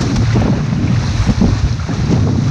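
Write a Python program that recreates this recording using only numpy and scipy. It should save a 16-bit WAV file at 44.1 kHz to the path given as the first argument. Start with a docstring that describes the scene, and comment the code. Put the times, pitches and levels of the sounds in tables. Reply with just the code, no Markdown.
"""A low, gusty rumble and drone of wind is heard first, over water rushing along an outrigger canoe.
Eddies thud on the microphone port of a small camera and excite the resonance of its low cavity;
gusts flap in bursts and slap sharply. Along the hull, many tiny ringing bubbles merge into a fizz,
while spray ticks near the microphone and single bubbles pop. Midway, a wave top breaks with a hiss."""
import sys
import numpy as np
from scipy import signal
from scipy.fft import rfft, irfft
from scipy.io import wavfile
from scipy.ndimage import uniform_filter1d

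SR = 44100
rng = np.random.default_rng(int(sys.argv[2]) if len(sys.argv) > 2 else 0)


def file_out(sig):
    """Save sig as 16-bit WAV at sys.argv[1]."""
    # one column per channel
    cols = np.atleast_2d(sig).T
    # limit, then scale
    lim = np.clip(cols, -1, 1)
    pcm = np.round(lim * 32767).astype(np.int16)
    wavfile.write(sys.argv[1], SR, pcm)


N = 110250

# Wind at the port: (time [s], rumble level [dB], drone level [dB], flap level [dB], drone pitch [Hz])
GUSTS = [(0.0, -25, -17, -18.5, 127), (0.13, -27, -19.5, -17, 129.4), (0.19, -11, -16, -21.5, 128.6),
         (0.23, -20, -17, -13, 128.6), (0.28, -21, -15, -47, 115.9), (0.35, -18.5, -11, -17, 123.7),
         (0.49, -13, -17, -19, 132.2), (0.52, -26, -14, -27.5, 128), (0.58, -15.5, -17.5, -14.5, 127),
         (0.64, -38, -17, -26, 127.5), (0.84, -22, -13, -19, 129.8), (0.9, -29, -19, -20, 135.4),
         (0.95, -34, -11.5, -23.5, 118.7), (1.22, -10, -26, -28, 104.7), (1.25, -24.5, -33, -30.5, 108.6),
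         (1.3, -11, -10, -12, 123.5), (1.36, -35, -31, -34.5, 109.3), (1.38, -12, -31, -26.5, 107),
         (1.43, -15.5, -18, -14, 140.1), (1.52, -11.5, -16, -21.5, 105.1), (1.59, -31.5, -19, -32.5, 118.5),
         (1.64, -8, -14, -23.5, 109.9), (1.72, -27, -18, -23.5, 119.7), (1.86, -20, -23.5, -39.5, 119),
         (1.89, -32, -22.5, -19, 136.7), (2.05, -16.5, -12.5, -23.5, 115.3), (2.13, -30, -13.5, -14, 129),
         (2.22, -24, -10, -18.5, 117.6), (2.27, -18, -18, -17, 131.5), (2.5, -33, -13, -23, 126.8)]
# Spectra of the rumble, the flapping and its bright edge: (frequency [Hz], relative level [dB])
RUMBLE_SPECTRUM = [(15, -34), (30, -16), (60, -6), (80, -7.5), (120, -8), (300, -68.5)]
FLAP_SPECTRUM = [(120, -39), (170, 1.5), (230, 3), (300, -4), (380, -16)]
EDGE_SPECTRUM = [(300, -3), (400, 5.5), (600, -4.5), (1000, -11), (2000, -23)]
# Water along the hull, before flicker: (time [s], body level [dB], hiss level [dB])
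WASH = [(0.0, -30, -34), (0.15, -30, -32), (0.3, -29, -35), (0.45, -29, -37), (0.62, -32, -40),
        (0.8, -32.5, -39.5), (0.94, -29.5, -35.5), (1.1, -30.5, -32.5), (1.25, -26.5, -34),
        (1.42, -31.5, -34.5), (1.57, -28.5, -34), (1.75, -35, -38), (2.11, -30, -35.5), (2.34, -38, -39),
        (2.46, -31.5, -35)]
# Spectra of the water's body and hiss: (frequency [Hz], relative level [dB])
BODY_SPECTRUM = [(330, 0.5), (450, -7.5), (600, -3.5), (1240, -1.5), (2600, -5.5), (3100, -11)]
HISS_SPECTRUM = [(3000, -38.5), (3310, -10.5), (4010, -0.5), (4760, -4.5), (5740, -2), (6370, -5),
                 (7590, -21), (9870, -29.5), (11500, -35.5), (13000, -43.5), (14500, -54.5)]
# Spray impacts: (time [s], drop level [dB], drop rise time [s], mist level [dB])
SPRAY_HITS = [(0.005, -22, 0.011, -43), (0.157, -21, 0.0056, -42), (0.324, -28, 0.01, -66),
              (0.404, -39, 0.0051, -48), (0.66, -34, 0.004, -62), (1.294, -26.5, 0.0088, -66),
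              (1.579, -27.5, 0.0089, -64), (1.907, -43, 0.0059, -55), (1.929, -32.5, 0.012, -70),
              (2.103, -28.5, 0.008, -55), (2.1206, -29, 0.0064, -70)]
# Spectra of the drops and of the finest mist: (frequency [Hz], relative level [dB])
DROP_SPECTRUM = [(600, 4.5), (3000, -7), (6000, -1.5), (7500, -17), (9000, -46)]
MIST_SPECTRUM = [(7500, -2), (10000, -9), (12500, -16), (14000, -33)]
# Single bubbles, before roughening: (time [s], peak level [dB], starting pitch [Hz])
POPS = [(0.029, -24, 698), (0.11, -25, 3800), (0.160, -27, 837), (0.303, -20.5, 1420), (0.328, -25, 1960),
        (0.526, -22, 560), (0.874, -23.5, 2305), (0.878, -25.5, 2180), (1.037, -27, 970),
        (1.075, -20, 4160), (1.23, -26.5, 892), (1.726, -25.5, 4062), (1.728, -25, 5220),
        (1.796, -24.5, 1340), (1.828, -28, 1204), (1.842, -35, 1290), (1.864, -32, 2030),
        (1.905, -27, 1590), (1.911, -23, 1665), (1.928, -23, 1207), (1.951, -30, 1320), (2.469, -33, 1140)]
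# Slaps of air: (time [s], relative thud level [dB], starting pitch [Hz], crack level [dB])
AIR_SLAPS = [(0.162, -14, 235, -40), (0.356, -4, 328, -18), (0.364, -6.5, 233, -14.5),
             (0.415, -14, 222, -15), (0.451, -5, 252, -15.5), (0.475, -11, 259.7, -15.5),
             (0.495, -5, 236, -25), (0.523, -16, 221, -19.5), (0.723, -9.5, 216.2, -23),
             (0.899, -4, 214.5, -30), (1.287, -11, 209, -22.5), (1.3, -14, 215.3, -27),
             (1.411, 0, 223, -18.5), (1.437, -8.5, 214.6, -15), (1.482, -8.5, 304.2, -23),
             (1.887, -17.5, 223.5, -23.5), (2.113, -14, 354.7, -29), (2.124, -6.5, 364.5, -25.5),
             (2.168, -24, 217.6, -20), (2.268, -19, 239, -18), (2.284, -22, 259.2, -19.5),
             (2.351, -18, 224.5, -25)]
# Spectrum of a slap's crack: (frequency [Hz], relative level [dB])
CRACK_SPECTRUM = [(350, 6), (500, 3), (850, 1.5), (1200, -13), (2000, -28.5)]

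TIME = np.arange(N) / SR


def amp(db):
    """Amplitude grows tenfold for every 20 dB."""
    return 10 ** (np.asarray(db) / 20)


def unit_rms(x):
    """Normalisation to a mean power of one."""
    return x / np.sqrt(np.mean(x ** 2) + 1e-20)


def curves(table):
    """Linear interpolation over time of each column after the first."""
    times, *columns = np.transpose(table)
    return [np.interp(TIME, times, column) for column in columns]


def coloured(x, spectrum):
    """Spectral shaping, falling 30 dB per octave beyond the given ends; rms 1."""
    knots_hz, db = np.transpose(spectrum)
    hz = np.fft.rfftfreq(len(x), 1 / SR) + 1
    octaves_out = np.maximum(np.log2(knots_hz[0] / hz), 0) + np.maximum(np.log2(hz / knots_hz[-1]), 0)
    gain_db = np.interp(np.log(hz), np.log(knots_hz), db) - 30 * octaves_out
    return unit_rms(irfft(rfft(x) * amp(gain_db), len(x)))


def noise(spectrum, samples=N):
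    """Filtered white noise takes on the filter's spectrum."""
    return coloured(rng.standard_normal(samples), spectrum)


def smoothed(x, seconds):
    """Two moving averages act as a low-pass filter."""
    span = max(round(seconds * SR), 1)
    return uniform_filter1d(uniform_filter1d(x, span), span)


def wander(seconds):
    """Low-passed noise fluctuates on the given time scale; rms 1."""
    return unit_rms(smoothed(rng.standard_normal(N), seconds))


def steadied(x, seconds, strength=0.45):
    """Compression by the local power evens out part of a noise's random swells."""
    power = abs(smoothed(x ** 2, seconds))
    return unit_rms(x / (power + 0.17) ** (strength / 2))


def damped_tone(hz, cycles, glide):
    """A damped oscillation with a soft onset; pitch shifts by the fraction glide every `cycles`."""
    turns = np.arange(round(6 * cycles * SR / hz)) * hz / SR
    age = turns / cycles
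    envelope = 2 * age * np.exp(1 - 2 * age)
    return envelope * np.sin(2 * np.pi * turns * (1 + glide * age / 2))


def cavity_drone(pitch_hz, pole_width_hz=84):
    """A resonant cavity driven by random eddies responds in a narrow band about its pitch."""
    pole = np.exp(-np.pi * pole_width_hz / SR)
    eddies = rng.standard_normal(N) + 1j * rng.standard_normal(N)
    envelope = signal.lfilter([1], np.poly([pole] * 3), eddies)
    carrier = np.exp(2j * np.pi * np.cumsum(pitch_hz) / SR)
    return unit_rms((envelope * carrier).real)


def wind():
    """Turbulent pressure at the port rumbles, drones and flaps; harder flapping is brighter."""
    rumble_db, drone_db, flap_db, pitch_hz = curves(GUSTS)
    rumble = steadied(noise(RUMBLE_SPECTRUM), 0.055)
    drone = steadied(cavity_drone(pitch_hz), 0.034)
    lumps = unit_rms(noise(FLAP_SPECTRUM) * amp(4.5 * wander(0.014)))
    flap = steadied(lumps, 0.02)
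    edge = noise(EDGE_SPECTRUM) * amp(-12.5 + 0.37 * (flap_db + 22))
    return amp(rumble_db) * rumble + amp(drone_db) * drone + amp(flap_db) * (flap + edge)


def fizz(bubbles_per_s=2500):
    """Superposition: many randomly timed bubble resonances of similar energy merge into a fizz."""
    strength = amp(0.5 * np.minimum(rng.exponential(1, N), 3.2))
    impulses = strength * (rng.random(N) < bubbles_per_s / SR)
    pitch_index = rng.integers(0, 30, N)
    out = np.zeros(N)
    for k, hz in enumerate(np.geomspace(400, 12000, 30)):
        ring = damped_tone(hz, cycles=4.85, glide=0.1) * np.sqrt(hz)
        out += signal.oaconvolve(impulses * (pitch_index == k), ring)[:N]
    return unit_rms(out)


def hull_wash():
    """Flow noise and fizz fill two bands, which flicker together by common amplitude modulation."""
    body_db, hiss_db = curves(WASH)
    rush = unit_rms(rng.standard_normal(N) + amp(-5.5) * fizz())
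    surge_db = 0.37 * wander(0.04) + 0.52 * wander(0.0052)
    body = coloured(rush, BODY_SPECTRUM + [(4200, -29)]) * amp(body_db + 0.68 * wander(0.011))
    hiss = coloured(rush, HISS_SPECTRUM) * amp(hiss_db + 0.23 * wander(0.054))
    return (body + hiss) * amp(surge_db)


def pulse(age):
    """An impact's envelope rises to one at age 1, then decays almost exponentially."""
    return age * np.exp(1 - age)


def spray(mist_speedup=1.2):
    """Brief impacts radiate broadband noise; the finest drops give a higher, quicker tick."""
    drops, mist = np.zeros((2, N))
    for start, drop_db, rise_s, mist_db in SPRAY_HITS:
        age = np.arange(0, 9, 1 / (SR * rise_s))
        add(drops, start, amp(drop_db) * pulse(age) ** 1.43)
        add(mist, start, amp(mist_db) * pulse(mist_speedup * age) ** 2)
    white = rng.standard_normal(N)
    return drops * coloured(white, DROP_SPECTRUM) + mist * coloured(white, MIST_SPECTRUM)


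def bubbles(roughness=0.45):
    """Each bubble rings as a damped resonator, rising slightly; fast modulation roughens the tone."""
    out = np.zeros(N)
    for start, db, hz in POPS:
        add(out, start, amp(db) * damped_tone(hz, cycles=8.8, glide=0.021))
    return out * (1 + roughness * wander(0.00058))


def air_slaps(thud_trim_db=-1, crack_rise_s=0.0058):
    """Pressure transients in the gusts give heavily damped, falling thuds topped by a noisy crack."""
    out = np.zeros(N)
    for start, thud_db, hz, crack_db in AIR_SLAPS:
        thud = amp(thud_db + thud_trim_db) * damped_tone(hz, cycles=2.35, glide=-0.13)
        age = np.arange(len(thud)) / (crack_rise_s * SR)
        crack = steadied(noise(CRACK_SPECTRUM, 4096), 0.0033)[:len(thud)]
        add(out, start, thud + amp(crack_db) * pulse(age) ** 2 * crack)
    return out


def wave_crest(peak_s=1.247, width_s=0.088, level_db=-37.5, hz=5580):
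    """A breaking wave top fizzes out as narrow-band noise under a Gaussian envelope."""
    swell = np.exp(-((TIME - peak_s) / width_s) ** 2)
    return amp(level_db) * swell * noise([(hz, 0)])


def add(mix, start_s, sound):
    """Superposition of a sound on the mix from its start time."""
    part = mix[round(start_s * SR):][:len(sound)]
    part += sound[:len(part)]


def scene():
    """The pressures of wind and water sum linearly in one channel."""
    return (wind() + air_slaps() + hull_wash() + bubbles() + spray() + wave_crest())[None]


def record(dry):
    """Soft saturation rounds the peaks, then a low-pass filter limits the bandwidth."""
    saturated = 0.95 * np.tanh(dry / 0.97)
    padded = np.pad(saturated, ((0, 0), (255, 255)), "reflect")
    lowpass = signal.firwin(511, cutoff=15100, window=("kaiser", 9), fs=SR)
    return signal.oaconvolve(padded, lowpass[None], "valid")


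dry = scene()
out = record(dry)
file_out(out)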